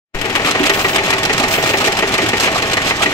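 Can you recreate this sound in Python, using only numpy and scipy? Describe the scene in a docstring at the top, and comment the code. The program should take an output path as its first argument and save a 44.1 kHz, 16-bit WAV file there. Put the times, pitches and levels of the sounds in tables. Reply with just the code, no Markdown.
"""A rotary tablet press runs steadily in a workshop, heard from close beside its turret.
Punches clank under the pressure roller nearly seven times a second: shaped noise and struck steel modes.
They click and scrape in their cams about three times as often, as noise, sharp ticks and high pings.
Tablets clack into the chute, the housing thumps, a bump sounds low and a high hiss comes in two spells.
Beneath, the drive roars and rattles as noise through narrow resonances."""
import sys
import numpy as np
from scipy import signal
from scipy.fft import rfft, irfft, next_fast_len
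from scipy.io import wavfile
from scipy.ndimage import uniform_filter1d

SR = 44100
rng = np.random.default_rng(int(sys.argv[2]) if len(sys.argv) > 2 else 0)


def put_to_file(sound):
    """Save the sound as 16-bit audio at rate SR, in the file named by the first command-line argument."""
    columns = np.atleast_2d(sound).T  # one column per channel
    safe = np.clip(columns, -1, 1)
    whole_steps = np.round(safe * 32767)
    wavfile.write(sys.argv[1], SR, whole_steps.astype(np.int16))


N = 138033  # length in samples

# Punches under the roller. Each row: start in seconds, then relative levels of ring, body and frame in dB.
CLANKS = [(0.244, -13, -23, -15.5), (0.394, -16, -16.5, -24), (0.55, -10, -15.5, -20),
          (0.695, -8.5, -18, -13.5), (0.8447, -7.5, -16.5, -15.5), (.982, -8, -33, -14.5),
          (1.128, -7.5, -18.5, -18), (1.295, -7.5, -13.5, -19), (1.433, -9, -19, -16),
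          (1.579, -12.5, -16.5, -14.5), (1.736, -9.5, -17.5, -12.5), (1.871, -9, -32, -11),
          (2.0251, -9.5, -15.5, -13.5), (2.183, -8.5, -24.5, -15.5), (2.331, -8.5, -17.5, -16),
          (2.473, -8.5, -15, -19), (2.624, -12, -31, -16.5), (2.769, -8.5, -17.5, -21.5),
          (2.906, -8.5, -16, -29), (3.058, -8, -28, -21)]
# Punches knocking in the cams. Each row: start in seconds, relative levels of treble and middle in dB,
# scrape length in seconds.
CLICKS = [(0.147, -19, -11.5, 0.0074), (0.213, -11, -6, 0.0041), (.252, -17, -13, 0.01),
          (0.296, -16.5, -10.5, 0.0066), (0.351, -10, -3.5, 0.011), (.446, -18, -8.5, .012),
          (0.46, -14, -8, 0.036), (0.509, -6.5, -7.5, 0.0062), (0.59, -34, -10, 0.012),
          (0.631, -17, -7.5, 0.014), (0.656, -8.5, -6, 0.017), (0.695, -4.5, -3, .003),
          (0.736, -15, -10, 0.015), (0.792, -11.5, -10, 0.027), (0.882, -14.5, -11.5, 0.018),
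          (0.945, -15, -8, 0.014), (.957, -8.5, -6.5, .007), (1.034, -18, -12, 0.035),
          (1.083, -19, -13, 0.022), (1.103, -8, -5.5, 0.0069), (1.134, -12.5, -33, 0.0054),
          (1.18, -14, -11.5, 0.011), (1.23, -10, -9, 0.0094), (1.251, -10, -7, 0.0067),
          (1.329, -9, -9, 0.0068), (1.377, -10, -10.5, 0.0099), (1.396, -10, -8.5, 0.0077),
          (1.427, -15.5, -34, 0.014), (1.48, -13.5, -11, 0.0094), (1.507, -14, -14.5, 0.039),
          (1.537, -15, -7.5, 0.026), (1.625, -13, -11.5, 0.023), (1.658, -13, -8.5, 0.027),
          (1.691, -12, -9, 0.017), (1.77, -12.5, -12, 0.018), (1.802, -15, -9, 0.019),
          (1.841, -10.5, -6, 0.012), (1.856, -11.5, -12, 0.027), (1.92, -11, -11, 0.008),
          (1.968, -14.5, -10, 0.014), (1.988, -11.5, -5.5, 0.0081), (2.071, -15.5, -15, 0.022),
          (2.119, -15.5, -12.5, 0.016), (2.139, -8, -6.5, 0.0081), (2.179, -9.5, -19, 0.003),
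          (2.217, -16, -13, 0.017), (2.261, -16, -9, 0.0065), (2.284, -9, -11, 0.0098),
          (2.368, -15, -12, .014), (2.398, -6, -8.5, 0.011), (2.413, -10.5, -11, 0.03),
          (2.435, -15, -9, 0.034), (2.515, -19, -13.5, 0.015), (2.545, -18.5, -13, 0.025),
          (2.577, -12, -8, 0.0088), (2.621, -12, -11.5, 0.0075), (2.665, -20, -14.5, 0.022),
          (2.713, -15, -10, 0.0094), (2.731, -7.5, -5.5, 0.0071), (2.77, -10.5, -13, 0.0031),
          (2.817, -17, -11, .01), (2.846, -17, -11, 0.025), (2.87, -12, -10.5, 0.032),
          (2.959, -18, -23, 0.016), (2.993, -21, -13, 0.01), (3.019, -10.5, -4.5, 0.021),
          (3.093, -20.5, -14.5, 0.031)]
CLICK_RISE_S = 0.00079


def undb(db):
    """Level as the logarithm of amplitude: decibels become gain."""
    return 10 ** (np.asarray(db) / 20)


def along(points, hz):
    """Interpolation on a logarithmic frequency axis, the axis of pitch."""
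    p = np.array(points, float)
    return np.interp(np.log(hz + 1), np.log(p[:, 0]), p[:, 1])


def colour(x, spectrum, peaks=()):
    """Minimum-phase filtering: a causal response of unit power with the given spectrum and resonances."""
    size = 2 * next_fast_len(N)
    hz = np.arange(size // 2 + 1) * SR / size
    gain = undb(along(spectrum, hz))
    for centre, width, db in peaks:
        bell = 1 / (1 + (2 * (hz - centre) / width) ** 2)
        gain = gain * np.sqrt(1 + (undb(db) ** 2 - 1) * bell)
    # folding the cepstrum onto positive time makes the response causal
    cepstrum = irfft(np.log(gain / np.sqrt(np.mean(gain ** 2))))
    cepstrum[1:size // 2] *= 2
    cepstrum[size // 2 + 1:] = 0
    response = np.exp(rfft(cepstrum))
    return irfft(rfft(x, size) * response)[..., :N]


def noise():
    """Incoherence: three unrelated noises, for the direct path and the reflections at each port."""
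    return rng.standard_normal((3, N))


def walk(rate):
    """Slow random modulation: smoothed random steps, rate per second, with a spread of 1."""
    k = max(int(SR / rate), 2)
    steps = np.repeat(rng.standard_normal(N)[:N // k + 1], k)
    w = uniform_filter1d(steps, k)[:N]
    return w / w.std()


def decay(t, t60):
    """Exponential damping: amplitude falls 60 dB in t60 seconds."""
    return np.exp(-np.log(1000) * t / t60)


def blows(rows, rise, t60):
    """Energy summation of blows (s, dB, hold s): each rises quickly, holds and rings down."""
    power, t = np.zeros(N), np.arange(SR // 4) / SR
    for start, db, hold in rows:
        i = int(np.clip(start * SR, 0, N - 1))
        shape = undb(db) * np.minimum(t / rise, 1) * decay(np.maximum(t - hold, 0), t60)
        power[i:i + len(t)] += shape[:N - i] ** 2
    return np.sqrt(power)


def struck(rows, modes, rise, scatter_db, detune):
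    """Modal synthesis: each blow (s, dB) shares its force among damped modes a little differently."""
    out, t = np.zeros((3, N)), np.arange(SR // 4) / SR
    attack = np.minimum(t / rise, 1)
    for start, db in rows:
        i = int(start * SR)
        for hz, mode_db, t60 in modes:
            size, shift = rng.standard_normal(2)
            # the direct path starts at zero phase, the reflections at random phases
            phase = np.append(0, rng.uniform(0, 2 * np.pi, 2))[:, None]
            ring = np.sin(2 * np.pi * hz * (1 + detune * shift) * t + phase) * decay(t, t60)
            level = undb(db + mode_db + scatter_db * size)
            out[:, i:i + len(t)] += (level * attack * ring)[:, :N - i]
    return out


def drive(waver_db=0.7):
    """Forced resonance: the gears roar through the frame while loose parts rattle at random."""
    # Each row: frequency in Hz, width in Hz, peak height in dB.
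    resonances = [(110.4, 9.1, 7), (302, 15, 4.5), (393.4, 17, 7.5), (548.7, 8.6, 7), (650, 11.7, 11.5),
                  (791, 49, 9), (885, 35, 8), (1092, 6.6, 13), (1220, 37, 3), (1847, 31, 8), (4100, 14, 9)]
    # Spectra of roar and rattle. Each row: frequency in Hz, relative level in dB per Hz.
    roar_spectrum = [(20, -7), (48, -3), (72, -2.5), (105, -3), (200, 1), (420, -1.5), (950, -7.5),
                     (1500, -2.5), (2400, -2.5), (4000, -12), (8000, -19.5), (10000, -31), (16000, -35)]
    rattle_spectrum = [(60, -4), (300, -6), (800, -6), (1500, -11.5), (2500, -1), (4000, -10.5),
                       (8000, -20), (10000, -39), (16000, -28)]
    roar_db, rattle_db = -21, -27.5
    rattles_per_s, rattle_t60_s, rattle_scatter_db = 90, 0.041, 6

    roar = colour(noise() * undb(waver_db * walk(29.89)), roar_spectrum, resonances)
    # one knock per time slot, at a random moment and with a random level
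    chance = rng.uniform(0, .95, (int(rattles_per_s * N / SR), 2))
    knocks = []
    for slot, (when, size) in enumerate(chance):
        knocks.append(((slot + when) / rattles_per_s, -rattle_scatter_db * np.log(1 - size), 0))
    envelope = blows(knocks, 0.0011, rattle_t60_s)
    envelope = envelope / np.sqrt(np.mean(envelope ** 2))
    rattle = colour(envelope * noise(), rattle_spectrum, resonances)
    return undb(roar_db) * roar + undb(rattle_db) * rattle


def ticks(envelope):
    """Impulsive excitation: sharp, separate contacts of random size that follow an envelope."""
    ticks_per_s = 1200
    size = rng.standard_normal((3, N)) * (rng.random((3, N)) < ticks_per_s / SR)
    return envelope * size * np.sqrt(SR / ticks_per_s)


def clicks(grain_db=2, grain_rate=450):
    """Impact and friction: punches knock the cams and scrape on in tiny catches and sharp ticks."""
    # Spectra of treble and middle. 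Each row: frequency in Hz, relative level in dB per Hz.
    treble_spectrum = [(500, -52), (2500, -3), (4000, 5), (6000, 2.5), (8300, 0.5), (9600, -13.5),
                       (12000, -7.5), (13800, -14), (15500, -21)]
    middle_spectrum = [(100, -37.5), (300, 4), (800, -4), (1200, 2.5), (1550, 0), (2400, 4.5), (3300, 1),
                       (5000, -19), (11000, -22), (16000, -28)]
    # Resonances of the cam track. Each row: frequency in Hz, width in Hz, peak height in dB.
    cam = [(2900, 52, 7), (3540, 58, 5.5), (4120, 44, 9), (5060, 110, 7), (6570, 65, 4), (8100, 180, 5.5)]
    treble_db, middle_db = -11, -9.5
    treble_t60_s, middle_t60_s = 0.038, 0.1
    tick_share = 0.38  # of the treble's power

    catches = undb(grain_db * walk(grain_rate))
    treble = blows([(s, db, hold) for s, db, _, hold in CLICKS], CLICK_RISE_S, treble_t60_s)
    middle = blows([(s, db, hold) for s, _, db, hold in CLICKS], CLICK_RISE_S, middle_t60_s)
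    scrape = treble * catches * noise()
    contact = np.sqrt(1 - tick_share) * scrape + np.sqrt(tick_share) * ticks(treble)
    return (undb(treble_db) * colour(contact, treble_spectrum, cam)
            + undb(middle_db) * colour(middle * catches * noise(), middle_spectrum))


def pings(count=6):
    """Free vibration: each knocking punch rings a few high modes, different every time."""
    low_hz, high_hz, t60_s, ping_db = 1854, 7900, 0.044, -24.5
    out, t = np.zeros((3, N)), np.arange(SR // 12) / SR
    shape = np.minimum(t / CLICK_RISE_S, 1) * decay(t, t60_s)
    for start, db, _, _ in CLICKS:
        i = int(start * SR)
        # one mode at random in each of equal logarithmic bands
        position = (np.arange(count) + rng.random(count)) / count
        hz = low_hz * (high_hz / low_hz) ** position
        cycles = hz[:, None] * t + rng.random((3, count, 1))
        ring = np.sin(2 * np.pi * cycles).sum(axis=1)
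        out[:, i:i + len(t)] += (undb(db + ping_db) * shape * ring)[:, :N - i]
    return out


def bump():
    """Damped low-frequency noise: one soft, very low bump as the sound comes in."""
    # Each row: start in seconds, level in dB, hold in seconds.
    bump_rows = [(.148, -17, 0.011)]
    # Each row: frequency in Hz, relative level in dB per Hz.
    bump_spectrum = [(12, -2), (24, -8), (50, -30), (140, -21), (500, -58)]
    return blows(bump_rows, 0.0032, t60=0.24) * colour(noise(), bump_spectrum)


def slack():
    """Amplitude modulation: the drive quietens as the load builds before each clank."""
    depth_db, lead_s, width_s = -2.5, 0.011, .011
    t = np.arange(N) / SR
    dips = sum(np.exp(-((t - s + lead_s) / width_s) ** 2) for s, _, _, _ in CLANKS)
    return undb(depth_db * dips)


def cracks():
    """Hard impact: a brief, sharp first contact of punch on roller opens each clank."""
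    # Each row: frequency in Hz, relative level in dB per Hz.
    crack_spectrum = [(150, -12), (500, 5), (1300, -8), (2300, -7), (3500, -5), (8000, -17), (16000, -29)]
    crack_db, hold_s, t60_s = -15, 0.002, 0.023
    contact = blows([(s, db, hold_s) for s, db, _, _ in CLANKS], 0.00023, t60_s)
    return undb(crack_db) * colour(contact * noise(), crack_spectrum)


def clanks(chatter_db=1.0, chatter_rate=400):
    """Modal excitation by impact: a dense steel ring, a duller body and modes of roller and frame."""
    # Modes of roller and punch, then frame. Each row: frequency in Hz, relative level in dB, t60 in seconds.
    roller_modes = [(1192, -7, .13), (1390, -11, .09), (1789, -4, .12), (1899, -2, .13), (2036, -7, .08),
                    (2134, -7, .08), (2293, -7, .09), (2424, -7, .08), (2475, -7, .08), (2698, -6, .08),
                    (2959, -8, .09), (4114, -14, .12)]
    frame_modes = [(363.3, -7.5, 0.087), (390.5, -3, 0.18), (438.3, 1.5, 0.085), (539, -14, 0.085),
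                   (660, -8, 0.13), (759, -8, 0.13), (845, -5.5, 0.14)]
    # Spectra of ring and body. Each row: frequency in Hz, relative level in dB per Hz.
    ring_spectrum = [(200, -60), (800, -5), (1450, -18.5), (1900, 9), (2800, -1), (3600, -8.5),
                     (7500, -19.5), (10000, -34), (16000, -34)]
    body_spectrum = [(60, -26), (200, -8), (420, -3), (560, -2), (820, -8), (1300, -4.5), (3000, -29),
                     (16000, -83)]
    ring_db, body_db, roller_db, frame_db = -8.5, -2.5, -6, 1
    ring_t60_s, body_t60_s = 0.12, 0.067
    hold_s, rise_s = 0.0072, 0.003

    ring = blows([(s, db, hold_s) for s, db, _, _ in CLANKS], rise_s, ring_t60_s)
    body = blows([(s, db, hold_s) for s, _, db, _ in CLANKS], rise_s, body_t60_s)
    roller = struck([(s, db) for s, db, _, _ in CLANKS], roller_modes,
                    rise=0.00065, scatter_db=0.0, detune=0.0058)
    frame = struck([(s, db) for s, _, _, db in CLANKS], frame_modes,
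                   rise=0.0074, scatter_db=1.9, detune=0.011)
    chattering = ring * undb(chatter_db * walk(chatter_rate)) * noise()
    return (undb(ring_db) * colour(chattering, ring_spectrum)
            + undb(body_db) * colour(body * noise(), body_spectrum)
            + undb(roller_db) * roller + undb(frame_db) * frame)


def tablets():
    """Damped impact: tablets tip off the turret and land in the steel chute with a dull clack."""
    # Each row: start in seconds, relative level in dB.
    drops = [(0.468, 1), (0.771, -6), (1.090, -7), (1.397, -0.5), (1.804, -2.5), (2.145, -11), (2.551, 0.5),
             (3.002, -2.5)]
    # Each row: frequency in Hz, relative level in dB per Hz.
    clack_spectrum = [(200, -17.5), (550, -8.5), (770, 1.5), (950, -8.5), (1080, -7), (1250, 2.5),
                      (1600, -28), (4000, -14), (16000, -45)]
    clack_db, hold_s, t60_s = -17, 0.013, 0.12
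    landings = blows([(s, db, hold_s) for s, db in drops], 0.0053, t60_s)
    return undb(clack_db) * colour(landings * noise(), clack_spectrum)


def thumps():
    """Low modal vibration: soft, hollow knocks in the housing, each with its own pitch ratio."""
    # Each row: start in seconds, relative level in dB, ratio applied to the mode frequencies.
    thump_rows = [(0.597, 0, 0.98), (1.392, -9.5, 0.88), (1.694, -9, 1.44), (2.222, -4.5, 1.05),
                  (3.064, -7, 1)]
    # Modes of the housing. Each row: frequency in Hz at ratio 1, relative level in dB, t60 in seconds.
    housing = [(265.5, 0, 0.11), (299, 1.5, 0.24), (387, -0.5, 0.16)]
    thump_db = -10
    out = 0
    for start, db, ratio in thump_rows:
        modes = [(hz * ratio, mode_db, t60) for hz, mode_db, t60 in housing]
        out = out + struck([(start, db)], modes, rise=.011, scatter_db=1, detune=.012)
    return undb(thump_db) * out


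def hiss(waver_db=1, waver_rate=60):
    """Modulated broadband noise: a thin, unsteady hiss comes in two spells high above the clatter."""
    # Each row: time in seconds, relative level in dB.
    hiss_level = [(.69, -50), (.73, 1), (.8, 3.5), (.86, 0), (.95, 1), (1.0, -50), (1.44, -50), (1.485, 1),
                  (1.535, 8), (1.59, 0), (1.68, 1.5), (1.84, -6), (1.93, -50)]
    # Each row: frequency in Hz, relative level in dB per Hz.
    hiss_spectrum = [(3000, -18), (8000, -7), (10000, -17), (11700, -6.5), (13600, -12), (15000, 1),
                     (15500, 3), (16200, -9)]
    hiss_db = -34
    spells_db = np.interp(np.arange(N) / SR, *np.array(hiss_level).T)
    db = hiss_db + spells_db + waver_db * walk(waver_rate)
    return colour(undb(db) * noise(), hiss_spectrum)


def scene():
    """Interaural-style delay and decorrelation: direct sound leads at the left, reflections differ."""
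    # Share of direct sound at the two microphone ports.
    # Each row: frequency in Hz, share of power (limited to 0-1 below).
    direct = [(25, 2.7), (70, 0.3), (140, 2.5), (300, 0.83), (700, 1.35), (1400, 1.35), (3000, -0.31),
              (12000, 0.57)]
    # Balance of the ports. Each row: frequency in Hz, left minus right in dB.
    left_db = [(60, -1), (110, 0.5), (200, -2.5), (380, 1.5), (700, -2), (1290, 0.5), (2380, 2),
               (4400, -4.5), (8120, -4.5), (15000, 1)]
    # Balance shifts as the microphone moves. Each row: time in seconds, left minus right in dB.
    sway = [(.2, 5), (.6, 0), (1.0, 1.3), (1.35, -1.1), (1.75, 0), (2.3, 0.7), (3.0, -0.5)]
    port_lag_s = .00017

    machine = slack() * drive() + clicks() + pings() + bump() + cracks() + clanks()
    paths = rfft(machine + tablets() + thumps() + hiss(), 2 * next_fast_len(N))
    hz = np.linspace(0, SR / 2, paths.shape[1])
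    share = np.clip(along(direct, hz), 0, 1)
    sides = np.array([[1], [-1]])  # left, right
    lag = np.exp(1j * np.pi * hz * port_lag_s * sides)  # half the lag on each side
    ports = np.sqrt(share) * paths[0] * lag + np.sqrt(1 - share) * paths[1:]
    balanced = irfft(ports * undb(sides * along(left_db, hz) / 2))[:, :N]
    sway_db = np.interp(np.arange(N) / SR, *np.array(sway).T)
    return balanced * undb(sides * sway_db / 2)


def record(dry):
    """Soft saturation and band limiting: the sound fades in, peaks are rounded and the top is cut."""
    # Each row: time in seconds, gain in dB.
    fade_in = [(0, -101), (0.132, -64), (0.146, -5.5), (.25, -1), (.45, 1.5)]
    ceiling = 0.89  # the loudest peaks are rounded towards this amplitude
    top_hz = 15550
    faded = dry * undb(np.interp(np.arange(N) / SR, *np.array(fade_in).T))
    rounded = faded / (1 + (faded / ceiling) ** 6) ** (1 / 6)
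    low_pass = signal.ellip(10, .2, 80, top_hz, fs=SR, output="sos")
    return signal.sosfilt(low_pass, rounded)


dry = scene()
out = record(dry)
put_to_file(out)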